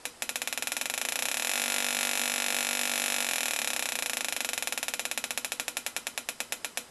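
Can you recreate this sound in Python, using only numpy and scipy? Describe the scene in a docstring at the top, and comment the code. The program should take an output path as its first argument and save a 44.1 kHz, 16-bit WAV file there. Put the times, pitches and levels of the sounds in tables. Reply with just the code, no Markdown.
"""Ignition coil sparking on a workbench

A coil throws sparks from its lead to a metal plate. After one lone spark, its driver is turned up from
14 sparks a second to its top speed of about 49, held there, then slowly turned down.
Every spark is one sharp pulse of air pressure, heard as a snap. The bench, the parts on it and a small
room colour the snap and throw it back, over a faint hiss."""
import sys
import numpy as np
from scipy import signal
from scipy.fft import irfft
from scipy.io import wavfile

SR = 44100
rng = np.random.default_rng(int(sys.argv[2]) if len(sys.argv) > 2 else 0)


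def materialize(psi):
    """Save the field psi as 16-bit PCM at rate SR to the path in sys.argv[1].

    A 1-D psi becomes a single channel; in a 2-D psi each row is a channel.
    """
    bounded = np.clip(np.atleast_2d(psi).T, -1, 1)
    quanta = np.round(bounded * 32767).astype(np.int16)
    wavfile.write(sys.argv[1], SR, quanta)


N = 304290
LONE_SPARK_S, RUN_START_S = 0.0543, 0.2222
HZ = np.fft.rfftfreq(16384, 1 / SR)  # the frequencies at which tone curves are drawn


def spark_times():
    """One lone spark, then the coil fires each time the wait set on the driver's dial has run out."""
    # the dial, turned up to its end stop, held, then turned back: (time [s], wait between sparks [ms])
    dial = [(0.22, 73.07), (0.55, 48.66), (0.76, 47.25), (0.98, 37.51), (1.16, 34.25), (1.47, 23.6),
            (1.51, 20.601), (3.25, 20.601), (3.3, 22.93), (3.95, 33.37), (4.03, 36.16), (4.17, 37.07),
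            (4.53, 43.62), (4.72, 51.85), (4.86, 53.48), (5.48, 72.95), (5.92, 101.16), (6.9, 133.7)]
    t = np.arange(RUN_START_S, N / SR, 1 / SR)
    wait_s = np.interp(t, *np.transpose(dial)) / 1000
    cycles = np.cumsum(1 / wait_s) / SR
    run = np.interp(np.arange(int(cycles[-1]) + 1), cycles, t)  # a spark at each whole cycle
    return np.append(LONE_SPARK_S, run)


def spark_train(times, level_db=1.89, spread_db=0.44, lone_db=-2.1, sharpness_spread=0.092):
    """Each spark takes its own path through the air, so its pulse differs in strength and sharpness."""
    strength, sharpness = rng.standard_normal((len(times), 2)).T
    size = amp(level_db + spread_db * strength + lone_db * (times < RUN_START_S))
    edge = np.diff(clicks(times, size * sharpness_spread * sharpness), prepend=0)
    return clicks(times, size) + edge


def bench(pulses):
    """The direct pulse and its quick bounces off nearby surfaces, with the treble softened."""
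    # echoes from the plate, the bench and things close by: (delay [ms], gain [factor, minus flips it])
    reflections = [(0.224, -0.38), (0.659, -0.24), (0.915, -0.09), (1.19, 0.28), (1.67, 0.26),
                   (2.01, -0.25), (3.496, 0.29), (4.209, -0.13), (5.267, 0.09), (6.637, 0.23),
                   (7.098, 0.08), (7.656, -0.1)]
    delay_ms, gain = np.transpose(reflections)
    delays = np.exp(-2j * np.pi * np.outer(delay_ms / 1000, HZ))
    response = irfft(1 + gain @ delays)  # the 1 is the direct pulse
    near = convolve(pulses, response[:len(HZ) // 2])
    return shelf(near, low_db=-.2, high_db=-6, corner_hz=6000)


def snap_tone(x):
    """The bench and microphone ring at some pitches and cancel others, shaping every snap alike."""
    # overall tone of one snap: (frequency [Hz], gain [dB])
    snap = [(60, -47), (150, -25.5), (230, 4), (400, -6.5), (600, -7), (1200, -4), (2500, 1), (4000, 0.5),
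            (6000, -7.5), (7200, 1.5), (9500, -5), (11500, -2), (12300, -9), (13200, -44)]
    # narrow peaks (+) and dips (-) of the bench and microphone: (frequency [Hz], width [Hz], gain [dB])
    resonances = [(492.9, 21.3, 11.5), (571, 27, 2), (622, 18.6, -18), (679, 167, 9.5), (832.4, 32, 5.5),
                  (927, 11.6, -14), (970, 33, 7), (1110, 90, 2.5), (1204, 13, -26.5), (1304, 16, 10),
                  (1411, 29, 11), (2034, 29, 8), (2170, 20, -18), (2366, 58, -7), (2409, 40, 8),
                  (2563, 22, 6.5), (3038, 41, 8), (3960, 230, 4.5), (4517, 930, -5), (5300, 310, 4.5),
                  (5800, 61, -5), (5904, 204, 10.5), (6790, 150, -4.5), (7490, 61, -14), (7850, 67, 5.5),
                  (8250, 300, -21), (9360, 160, 7), (9760, 150, -5)]
    return colour(x, read(snap, HZ) + bumps(resonances))


def clutter(pulses, fade_s=.06, rise_s=.0015):
    """Countless weak echoes from tools and wires; such small things scatter mostly the treble."""
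    t = np.arange(SR // 4) / SR
    response = rng.choice([-1., 1.], len(t)) * decay(t, fade_s) * (1 - np.exp(-t / rise_s))
    echoes = convolve(pulses, response / np.linalg.norm(response))
    return shelf(echoes, low_db=-11, high_db=0, corner_hz=4300)


def sizzle(pulses, times, fade_s=.16, spread_db=1.2):
    """A short fizz, new with every spark and stronger in some, roughens the treble of the snap."""
    spark_gains = amp(spread_db * rng.standard_normal(len(times)))
    strength = np.interp(np.arange(N) / SR, times, spark_gains)
    power = decay(np.arange(SR // 4) / SR, fade_s) ** 2
    loudness = np.sqrt(abs(convolve((strength * pulses) ** 2, power / power.sum())))
    return shelf(loudness * rng.standard_normal(N), low_db=-10.5, high_db=-5, corner_hz=6300)


def room(pulses, level_db=-12.5, rise_s=.014):
    """The room's echoes blur into a tail that builds up, then fades at its own speed at each pitch."""
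    # how long the workshop echoes: (frequency [Hz], time to fade by 60 dB [s])
    fade_times = [(250, .3), (800, .19), (3000, .25), (12000, .25)]
    hz, t, bands = signal.stft(rng.standard_normal(SR // 2), SR, nperseg=256)
    bands = bands * decay(t, read(fade_times, hz)[:, None]) * (1 - np.exp(-t / rise_s))
    tail = signal.istft(bands, SR, nperseg=256)[1]
    return amp(level_db) * convolve(pulses, tail / np.linalg.norm(tail))


def boom(pulses, rise_s=0.0014):
    """Sparks set the room's low notes ringing: soft knocks that merge into a hum at top speed."""
    # the workshop's low notes: (frequency [Hz], gain [dB], time to fade by 60 dB [s])
    low_notes = [(242, -52.3, .24), (289, -51.5, .18)]
    t = np.arange(SR // 2) / SR
    ring = sum(amp(db) * decay(t, fade_s) * np.sin(2 * np.pi * hz * t) for hz, db, fade_s in low_notes)
    return convolve(pulses, ring * (1 - np.exp(-t / rise_s)))


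def background(level_db=-53):
    """Steady noise of room air and microphone hiss."""
    # tone of the hiss: (frequency [Hz], relative level [dB])
    hiss = [(20, -5.5), (90, -3), (200, -2.5), (450, 0), (900, -1.5), (1600, -5), (4000, -10),
            (7500, -11.5), (8500, -9.5), (12000, -13), (13000, -107)]
    # faint whistles in the hiss: (frequency [Hz], width [Hz], boost [dB])
    whistles = [(5020, 260, 8), (7750, 450, 5)]
    noise = colour(rng.standard_normal(N), read(hiss, HZ) + bumps(whistles))
    return amp(level_db) * noise / noise.std()


def amp(db):
    """Turn decibels into a factor to multiply by."""
    return 10 ** (np.asarray(db) / 20)


def decay(t, fade_s):
    """A level that falls by 60 dB in fade_s seconds."""
    return np.exp(-np.log(1000) * t / fade_s)


def clicks(times, sizes, reach=16):
    """Pulses placed at their exact times, even between two samples."""
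    at = times[:, None] * SR
    index = at.astype(int) + np.arange(-reach, reach + 1)
    taper = np.cos(np.pi * (index - at) / (2 * (reach + 1))) ** 2
    shape = np.sinc(index - at) * taper
    return np.bincount(index.ravel(), (sizes[:, None] * shape).ravel(), N)[:N]


def read(points, hz):
    """Look up hz in a table, joining its points by straight lines on a pitch scale."""
    point_hz, value = np.transpose(points)
    return np.interp(np.log(hz + 1), np.log(point_hz + 1), value)


def bumps(rows):
    """A tone curve in dB with one peak or dip for each row."""
    return sum(db / (1 + (2 * (HZ - hz) / width) ** 2) for hz, width, db in rows)


def convolve(x, response):
    """Give every sample of x this response, and cut the result to the scene's length."""
    return signal.fftconvolve(x, response)[:N]


def colour(x, curve_db):
    """Shape x by a tone curve, with a filter that rings only after a click, never before."""
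    log_gain = np.log(amp(np.concatenate([curve_db, curve_db[-2:0:-1]])))
    spectrum = np.exp(np.conj(signal.hilbert(log_gain)))
    response = np.fft.ifft(spectrum).real
    return convolve(x, response[:len(HZ)])


def shelf(x, low_db, high_db, corner_hz):
    """One gain for the bass and another for the treble, blending around corner_hz."""
    return colour(x, high_db + (low_db - high_db) / (1 + (HZ / corner_hz) ** 2))


def scene():
    """Sparks with their echoes and fizz, over the room's low notes and the hiss."""
    times = spark_times()
    pulses = spark_train(times)
    snaps = bench(pulses) + clutter(pulses) + sizzle(pulses, times) + room(pulses)
    return (snap_tone(snaps) + boom(pulses) + background())[None]


def record(dry, cutoff_hz=13600):
    """The microphone flips the wave upside down; then the highest treble is cut off."""
    low_pass = signal.firwin(255, cutoff_hz, window=("kaiser", 9), fs=SR)
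    return signal.oaconvolve(-dry, low_pass[None], "same")


dry = scene()
out = record(dry)
materialize(out)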